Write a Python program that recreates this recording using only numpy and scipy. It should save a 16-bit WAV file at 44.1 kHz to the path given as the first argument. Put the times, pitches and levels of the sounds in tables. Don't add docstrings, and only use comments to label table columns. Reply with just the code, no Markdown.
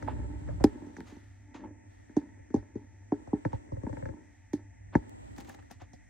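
import sys
import numpy as np
from scipy import signal
from scipy.fft import rfft, irfft, next_fast_len
from scipy.io import wavfile
from scipy.ndimage import uniform_filter1d

SR = 44100
rng = np.random.default_rng(int(sys.argv[2]) if len(sys.argv) > 2 else 0)


def wav_record(signal):
    frames = np.transpose(np.atleast_2d(signal))
    bounded = np.clip(frames, -1, 1)
    quanta = np.round(bounded * 32767).astype(np.int16)
    wavfile.write(sys.argv[1], SR, quanta)


N = 268921


def undb(db):
    return 10 ** (np.asarray(db) / 20)


def unit(x):
    return x / np.sqrt(np.mean(x ** 2))


def at_peak(x, db):
    return undb(db) * x / np.max(np.abs(x))


def shape(x, response):
    size = next_fast_len(len(x))
    hz = np.arange(size // 2 + 1) * SR / size + 0.00094
    return irfft(rfft(x, size) * response(hz), size)[:len(x)]


def noise(response):
    return unit(shape(rng.standard_normal(N), response))


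def colour(points):
    hz, db = np.transpose(points)
    return lambda f: undb(np.interp(np.log(f), np.log(hz), db))


def peak(hz, width, power=1):
    return lambda f: (1j * f * width / (hz ** 2 - f ** 2 + 1j * f * width)) ** power


def ringing(modes, gains, ring_share=1):
    hz, db, ring_s = (c[:, None] for c in np.transpose(modes))
    width = np.log(1000) / (np.pi * ring_s * ring_share)
    soft = lambda f: 1 / (1 + (f / (1.12 * np.max(hz))) ** 12)
    return lambda f: soft(f) * np.sum(gains[:, None] * undb(db) * peak(hz, width)(f) / width, axis=0)


def near(modes, pitch_hz, spread):
    return .2 + np.exp(-np.log(np.transpose(modes)[0] / pitch_hz) ** 2 / spread)


def follow(table, s):
    times, *columns = np.transpose(table)
    return [np.interp(s, times, column) for column in columns]


def wander(rate):
    step = int(SR / rate)
    return unit(uniform_filter1d(np.repeat(rng.standard_normal(N // step + 1), step), step)[:N])


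def grains(rate, scatter_db):
    hit = rng.random(N) < rate / SR
    return unit(hit * rng.standard_normal(N) * undb(scatter_db * rng.exponential(size=N)))


def add(out, s, mid, side, pan_db):
    start, sign = int(s * SR), np.array([[1], [-1]])
    fade = np.minimum(np.arange(len(mid), 0, -1) / (.1 * len(mid)), 1) ** 2
    stereo = undb(sign * pan_db / 2) * fade * (mid + sign * side)
    a, b = max(start, 0), min(start + len(mid), N)
    out[:, a:b] += stereo[:, a - start:b - start]


# pitch_hz, level_db
FAN_MID_TONE = [(18, -36.5), (30, 9.5), (93, 9.5), (121, -20.5), (161, -10), (266, -5.5), (415, -40.5),
                (721, -13.5), (988, -30.5), (1460, -35.5), (1860, -30), (2540, -21.5), (2830, -52),
                (7870, -71.5), (16000, -57.5)]
FAN_SIDE_TONE = [(18, -31), (30, -4.5), (86, 16), (153, -13), (355, -42), (499, -2.5), (584, -4.5),
                 (1630, -37.5), (2610, -57.5), (3870, -46), (6050, -12), (7470, -18), (16000, -69.5)]
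# pitch_hz, width_hz, level_db
BOX_PEAKS = [(280, 16, -74), (878.5, 42, -78.5), (1902, 403, -70), (6000, 1100, -85.5), (7800, 1700, -86.5)]
MOTOR_HUM = (99.6, 7.8, -56.5)


def fan():
    treble_swell_db = 1.5 * wander(2.5)
    mid = undb(-59) * noise(colour(FAN_MID_TONE))
    for hz, width, db in BOX_PEAKS:
        mid += undb(db + wander(7.6) + treble_swell_db * (hz > 4000)) * noise(peak(hz, width, 2))
    hz, width, db = MOTOR_HUM
    hum = undb(db) * noise(peak(hz, width, 2))
    side = undb(-65 + 0.7 * wander(1.8)) * noise(colour(FAN_SIDE_TONE))
    return np.array([mid + hum, side - 0.027 * hum])


# pitch_hz, level_db, ring_s (time to fade 60 dB)
THUD_MODES = [(65, -1, 0.22), (104.4, 3, 0.12), (166, 0, 0.1)]
PANEL_MODES = [(217, -3, 0.085), (254, 1.5, 0.085), (291, 2, 0.115), (355, -8, 0.13), (414, -2, 0.21)]
RING_MODES = [(500, 8, 0.098), (586, 16, 0.049), (729, 1.5, 0.066), (802.6, -1, 0.11), (873, -3, 0.12),
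              (908, -9, 0.15), (1020, -29.5, 0.12), (1040, -9.5, 0.033)]
TAP_MODES = [(1333, 3.5, 0.042), (1520, -4, 0.067), (1681, 6, 0.029), (1802, 1, 0.039), (2090, 2, 0.027)]
BOX_MODES = THUD_MODES, PANEL_MODES, RING_MODES, TAP_MODES
# thud_hz, panel_hz, ring_hz, tap_hz
SCUFF_PITCHES = (62, 285, 930, 1600)
# pitch_hz, level_db
PAPER_TONE = [(710, -33), (1200, -2), (1370, 1.5), (2350, -6.5), (3320, -6), (10600, -21.5), (12300, -27),
              (14500, -25.5), (16000, -48)]
HISS_TONE = [(88, -68), (150, -3), (291, 1.5), (451, -7), (910, -9), (1190, -20), (2310, -24.5),
             (3500, -35), (7340, -41), (14000, -57)]
# pitch_hz, width_hz, level_db (against the hiss)
FEATHER_BAND = (7780, 1500, -25.5)
# time_s, weight_db, scuff_db, paper_db, hiss_db
MOVES = [(0.0, -50.5, -49, -69, -53), (0.12, -36.5, -42.5, -71, -49.5), (0.349, -41, -47.5, -75, -51.5),
         (0.52, -34, -50.5, -71.5, -51.5), (0.68, -44.5, -63, -75, -52), (0.85, -62, -52, -74, -55.5),
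         (1.17, -66, -67, -71.5, -62.5), (1.3, -63, -81, -75, -68), (1.51, -100, -61, -84, -75),
         (1.649, -64, -45.5, -105, -82), (1.78, -74, -64.5, -101, -64.5), (1.92, -86, -69, -76, -62.5),
         (2.399, -92.5, -66.5, -88.5, -64), (2.951, -88, -68, -82.5, -72.5), (3.2, -62, -70.5, -82.5, -56),
         (3.57, -58, -74, -79.5, -53.5), (3.72, -59, -58, -86.5, -58.5), (4.0, -55, -54.5, -74.5, -48.5),
         (4.179, -89, -54.5, -85, -61), (4.35, -81, -69.5, -79, -73), (4.801, -59, -96, -91, -65.5),
         (5.1, -61.5, -67, -77.5, -51), (5.25, -52.5, -66, -73.5, -49.5), (5.38, -52.5, -65, -73, -51),
         (5.57, -74, -72, -76, -53.5), (5.76, -61, -100, -80.5, -67), (6.1, -62.5, -96, -84, -70)]


def shuffle():
    t = np.arange(N) / SR
    weight, scuff, paper, hiss = undb(follow(MOVES, t))
    settling = rattle(t)
    scuff, paper = scuff + settling, paper + undb(-34.5) * settling
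    mid, side = 0, hiss * noise(colour(HISS_TONE))
    mid_grains, side_grains = grains(600, 1.7), grains(550, 0.64)
    gains = weight, scuff, undb(-12) * scuff, undb(-21) * scuff
    sides_db, spreads = (-3.5, -11.5, -2.5, -33), (0.36, 0.022, 0.012, 0.1)
    for modes, gain, side_db, hz, spread in zip(BOX_MODES, gains, sides_db, SCUFF_PITCHES, spreads):
        wood = ringing(modes, near(modes, hz, spread))
        mid += gain * unit(shape(mid_grains, wood))
        side += undb(side_db) * gain * unit(shape(side_grains, wood))
    rustle = [paper * unit(shape(grains(4800, 0.72), colour(PAPER_TONE))) for _ in range(2)]
    hz, width, db = FEATHER_BAND
    feathers = undb(db) * hiss * noise(peak(hz, width, 2))
    return np.array([mid + feathers + rustle[0], side + undb(-3.5) * rustle[1]])


EVENT_SAMPLES, LEAD_SAMPLES = 8192, 512
BEND_SPREAD = 0.151
# time_s, panel_hz, panel_spread, top_panel_db, ring_hz, low_ring_db, tap_hz, ring_share, path_ratio
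STRIKE_SPOTS = [(0.078, 280, 0.056, -4, 912, -15, 1500, 0.45, 1),
                (0.49, 280, .048, -4, 610, 1, 1750, 0.93, 1.01),
                (0.641, 269, 0.012, -1.5, 780, 3, 1500, 0.48, 0.85),
                (1.0, 288, .03, 4, 870, -10, 1800, 0.23, 0.89),
                (1.55, 280, 0.023, -2, 905, -12, 1750, 0.99, 1.19),
                (2.167, 295, 0.021, 0.5, 770, 1.5, 1750, 0.5, 0.83),
                (2.541, 301, 0.035, 0.5, 776, 2, 1750, 0.64, 0.7),
                (2.756, 303, 0.054, 0.5, 790, -2, 1750, 0.61, 0.9),
                (3.121, 300, 0.043, 7, 756, -0.5, 1400, 0.58, 0.83),
                (3.332, 289, 0.057, 7.5, 770, -2, 1400, 0.57, 0.93),
                (3.45, 277, 0.028, 0, 914, -2, 1750, 0.49, 1.08),
                (3.72, 272, 0.044, -7, 880, 1, 1750, 0.6, 1.1),
                (3.867, 260, .048, 5, 916, -2, 1750, 0.56, 0.85),
                (4.534, 304, 0.016, -9, 815, 5.5, 1750, 0.61, 1.02),
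                (4.953, 272, 0.07, 2, 878, -2.5, 1700, 0.47, 0.73),
                (5.383, 240, 0.027, -13, 820, -8.5, 1750, 0.59, 0.82),
                (5.93, 235, 0.027, -7, 720, -12, 1600, 0.66, 0.935)]
# time_s, pitch_hz
THUD_PITCHES = [(0.641, 101), (2.563, 85), (3.45, 110), (4.089, 110), (4.953, 139), (5.816, 109)]
# thud_db, panel_db, ring_db, tap_db
FLOOR_SIDE_DB = (-2, -0.5, 3.5, -8.5)
# pitch_hz, level_db, ring_s
ROCKING_MODES = [(535.4, -1.5, 0.13), (1040, -7, 0.019)]


def boards(s, levels_db):
    t = (np.arange(EVENT_SAMPLES) - LEAD_SAMPLES) / SR
    claw_drag = (t > 0) * (np.exp(-t / .003) + 0.29 * np.exp(-t / 0.013))
    blow = (t == 0) + .03 * claw_drag * rng.standard_normal(len(t))
    panel_hz, panel_spread, top_db, ring_hz, low_db, tap_hz, ring_share, path = follow(STRIKE_SPOTS, s)
    bend = lambda f: np.exp(-2j * np.pi * path * BEND_SPREAD * (2 * np.sqrt(f) - f / np.sqrt(2000)))
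    strike = lambda modes, gains: shape(blow, lambda f: bend(f) * ringing(modes, gains, ring_share)(f))
    pitches = follow(THUD_PITCHES, s)[0], panel_hz, ring_hz, tap_hz
    spreads = 0.071, panel_spread, 0.004, .05
    mid, side = 0, 0
    for modes, db, side_db, hz, spread in zip(BOX_MODES, levels_db, FLOOR_SIDE_DB, pitches, spreads):
        scatter, flip = rng.standard_normal((2, len(modes)))
        gains = near(modes, hz, spread)
        if modes is PANEL_MODES:
            gains[-1] *= undb(top_db)
        if modes is RING_MODES:
            gains[:2] *= undb(low_db)
        mid += at_peak(strike(modes, gains * undb(1.5 * scatter)), db)
        side += at_peak(strike(modes, gains * 1j * np.sign(flip)), db + side_db)
    thud_db, panel_db, _, tap_db = levels_db
    side += at_peak(strike(ROCKING_MODES, np.ones(len(ROCKING_MODES))), thud_db + 0.5)
    on_floor = 1 / (1 + undb(panel_db + 1) / (undb(thud_db) + undb(tap_db - 15)))
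    return mid, (on_floor + (1 - on_floor) * undb(-20.5)) * side


HARDEST_CRACK_DB = -27.5
# pitch_hz, width_hz, level_db, loss_db (per dB softer)
CRACK_BANDS = [(3730, 5300, 3, 1), (2510, 320, 5, 1), (4110, 300, -2, 1.7), (5090, 460, 3, 1.4),
               (6000, 820, -3, 0), (9100, 9800, -18, 4)]
# pitch_hz, level_db, ring_s
BEAK_MODES = [(2090, -5, .025), (2420, -3, .025), (2740, -8, .02), (3500, -12, .02), (4190, -6, .022),
              (5050, 2, .024), (6440, -9, .022), (8140, -20, .015)]


def crack(db):
    samples = np.arange(EVENT_SAMPLES) - LEAD_SAMPLES
    t = samples / SR + 0.00062
    burst = (t > 0) * np.exp(-t / 0.0041)
    tail = (t > 0) * undb(-19) * np.exp(-t / 0.021)
    softer_db = HARDEST_CRACK_DB - db
    top_hz = 19900 / 2 ** (softer_db / 25)
    bands = lambda f: sum(undb(level - loss * softer_db) * peak(hz, width, 2)(f)
                          for hz, width, level, loss in CRACK_BANDS)

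    def burst_and_hiss():
        sharp = shape(burst * rng.standard_normal(len(t)), bands)
        hiss = shape(tail * rng.standard_normal(len(t)), peak(5000, 5000, 2))
        return shape(sharp + hiss, lambda f: 1 / (2 + (f / top_hz) ** 4))

    mid, side = burst_and_hiss(), burst_and_hiss()
    gain = undb(db) / np.max(np.abs(mid))
    beak = shape(1. * (samples == 0), ringing(BEAK_MODES, (-1.) ** np.arange(len(BEAK_MODES))))
    return gain * mid + at_peak(beak, db - 2 - .6 * softer_db), undb(-2) * gain * side


# start_s, thud_db, panel_db, ring_db, tap_db, crack_db, pan_db (left minus right)
BLOWS = [(0.025, -32.5, -42, -42.5, -38, -54, 3.5), (0.078, -68, -60, -32, -37, -77, -5.5),
         (0.0825, -39, -49, -28.5, -53, -81, -9.5), (0.488, -40, -62, -39.5, -43.5, -71, -0.5),
         (0.606, -30.5, -33.5, -37, -63, -62, -8), (0.6408, -33, -4.5, -15.5, -26, -27.5, 0),
         (0.754, -70, -35.5, -52, -72, -80, 1), (0.82, -70, -36, -46, -72, -75, -4),
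         (0.867, -66, -38, -54, -70, -67, 1), (0.967, -70, -43, -48, -37.5, -52.5, 1),
         (0.983, -72, -35, -44, -68, -85, -1), (0.994, -72, -35.5, -51, -72, -80, 0),
         (1.006, -72, -37, -43, -41.5, -75, -1), (1.027, -72, -43, -60, -72, -78, -1),
         (1.121, -72, -39.5, -58, -72, -82, -1), (1.166, -74, -40, -54, -72, -59, -3),
         (1.545, -85, -37.5, -42.5, -57, -63, -1), (1.638, -75, -42, -41, -73, -85, -2),
         (2.095, -79, -41.5, -55, -52.5, -87.5, 0.5), (2.167, -82, -12, -27, -46, -46.5, -2),
         (2.391, -51, -71, -83, -74, -85, 0), (2.504, -57, -36, -86, -51, -69, 2),
         (2.542, -70, -12, -26.5, -46, -48.5, 0.5), (2.562, -32.5, -47, -36.5, -54, -54, -1),
         (2.755, -36.5, -25, -53, -62, -66, 1.5), (3.121, -54, -14, -23, -43, -59.5, -0.5),
         (3.274, -42, -46, -45.5, -60, -64.5, 1.5), (3.331, -59.5, -15, -27, -69.5, -85.5, -0.5),
         (3.451, -24, -28, -26.5, -30, -57, 0.5), (3.457, -35, -26, -36, -57, -80, -1),
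         (3.53, -27, -36.5, -33.5, -46, -58, -3), (3.719, -29, -36.5, -46.5, -83, -66, -2),
         (3.768, -33.5, -56, -58, -58, -80, 0.5), (3.834, -30.5, -31.5, -47.5, -55, -64, 5.5),
         (3.867, -76, -26.5, -33, -44.5, -89, 0), (3.894, -33.5, -79, -53, -65, -66, 4.5),
         (3.929, -36, -37, -41, -45.5, -65, 3), (3.97, -38, -62, -43, -42.5, -69, 3),
         (4.025, -31.5, -67, -70, -44, -79, 2.5), (4.056, -33.5, -42, -40, -37.5, -60, 1.5),
         (4.089, -33.5, -39.5, -57, -46, -66, 6), (4.137, -74, -43, -47.5, -71, -86, -4),
         (4.533, -66, -18, -35, -42, -42.5, -1.5), (4.953, -17.5, -10, -16, -19.5, -45, 1),
         (5.383, -72, -37, -42.5, -44, -49, 3.5), (5.404, -70, -56, -49, -49, -75, -3),
         (5.415, -68, -43.5, -56, -58, -75, -4), (5.449, -58, -52, -62, -58, -75, 3),
         (5.484, -53, -44, -46, -54, -75, -2), (5.497, -49, -46.5, -43, -42, -62, -2),
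         (5.517, -58, -52, -58, -62, -75, -2), (5.546, -60, -51, -49, -49, -75, 0),
         (5.586, -55, -58, -53, -54, -75, 4), (5.626, -55.5, -72, -67, -53, -75, -1),
         (5.71, -49.5, -46, -42.5, -48.5, -50.5, 4.5), (5.816, -42, -45, -45, -83, -63, 0.5),
         (5.933, -46, -47.5, -50.5, -75, -53.5, -2)]


def knocks():
    out = np.zeros((2, N))
    for s, *levels_db, crack_db, pan_db in BLOWS:
        wood_mid, wood_side = boards(s, levels_db)
        crack_mid, crack_side = crack(crack_db)
        add(out, s - LEAD_SAMPLES / SR, wood_mid + crack_mid, wood_side + crack_side, pan_db)
    return out


def rattle(t, settle_s=0.069):
    level = sum(undb(0.74 * panel_db - 35) * (t > s) * np.exp(-np.abs(t - s) / settle_s)
                for s, _, panel_db, *_ in BLOWS)
    return uniform_filter1d(level, size=441, origin=220)


# pitch_hz, width_hz, level_db
PAPER_EDGE = (6600, 900, 4.4)
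# start_s, length_s, level_db, brightness_hz, rise_share (of the length)
# The row at 4.922 s is a brief soft swell of noise just before the hard knock; the rest are scrapes.
SWELLS = [(0.069, 0.056, -46.5, 1540, 0.23), (0.462, 0.068, -53.5, 890, 0.34),
          (0.599, 0.038, -50.5, 885, 0.041), (1.048, 0.093, -59, 6000, 0.27),
          (1.541, 0.042, -53.5, 3340, 0.059), (1.575, 0.07, -62, 2600, .2),
          (1.634, 0.044, -57.5, 1160, 0.099), (3.261, 0.11, -63.5, 886, .05),
          (3.512, 0.059, -59.5, 2290, 0.13), (4.922, 0.04, -45.5, 1620, 0.58),
          (5.365, 0.061, -66, 15000, 0.057), (5.375, 0.052, -58.5, 6000, .1), (5.445, 0.018, -62, 6000, .1),
          (5.462, 0.085, -59.5, 6300, 0.16), (5.467, 0.075, -65.5, 15000, 0.45),
          (5.541, 0.012, -58.5, 6000, 0.1), (5.588, 0.016, -60, 2960, 0.14),
          (5.698, 0.049, -61.5, 5000, 0.079), (5.795, 0.051, -58, 2740, 0.18)]


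def gritty_swells():
    out = np.zeros((2, N))
    edge_hz, edge_width, edge_db = PAPER_EDGE
    for s, length, db, bright_hz, rise in SWELLS:
        progress = np.arange(int(2 * length * SR)) / (length * SR)
        swell = np.minimum(progress / rise, 1) * np.exp(-(progress / 0.99) ** 3)
        grit = undb(2.3 * rng.exponential(size=(2, 20480))) * rng.standard_normal((2, 20480))

        def tone(f):
            body = (f / 500) ** 2 / (1 + (f / 500) ** 2.68)
            dulling = (1 + (f / bright_hz) ** 2) * (1 + (f / (3.2 * bright_hz)) ** 8)
            edge = 1 + undb(edge_db) * np.abs(peak(edge_hz, edge_width)(f)) ** 2
            return body / dulling * edge

        mid, side = (undb(db) * swell * unit(shape(g[:len(progress)], tone)) for g in grit)
        add(out, s, mid, undb(-12) * side, pan_db=0)
    return out


# start_s, level_db, pitch_hz
PAPER_SNAPS = [(1.005, -44, 2480), (3.45, -45, 2500), (4.532, -48, 8000), (5.095, -44.5, 6000),
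               (5.242, -68, 7500), (5.3194, -61, 7700), (5.364, -49, 2480), (5.381, -43, 6000),
               (5.404, -39.5, 2470), (5.409, -40, 2590), (5.448, -50, 2700), (5.473, -59, 7800),
               (5.483, -52, 8050), (5.492, -46, 9000), (5.4955, -38.5, 2620), (5.519, -50, 6460),
               (5.548, -51, 2570), (5.6245, -59, 2560), (5.7146, -40, 4600), (5.82, -50, 2540)]


def snaps():
    out, t = np.zeros((2, N)), np.arange(EVENT_SAMPLES) / SR
    for s, db, hz in PAPER_SNAPS:
        crinkle = undb(0.67 * rng.exponential(size=len(t))) * (rng.random(len(t)) < .2)
        burst = np.exp(-t / 0.00032) + undb(-16) * crinkle * np.exp(-t / .009)
        mid, side = (shape(burst * rng.standard_normal(len(t)), peak(hz, 1.7 * hz)) for _ in range(2))
        gain = undb(db) / np.max(np.abs(mid))
        add(out, s, gain * mid, gain * side, pan_db=2.2 * rng.standard_normal())
    return out


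def scene():
    mid, side = shuffle() + fan()
    return np.array([mid + side, mid - side]) + knocks() + gritty_swells() + snaps()


def record(dry):
    bass_cut = signal.sosfilt(signal.butter(6, 49, "high", fs=SR, output="sos"), dry)
    return signal.sosfilt(signal.ellip(8, .2, 70, 16000, fs=SR, output="sos"), bass_cut)


dry = scene()
out = record(dry)
wav_record(out)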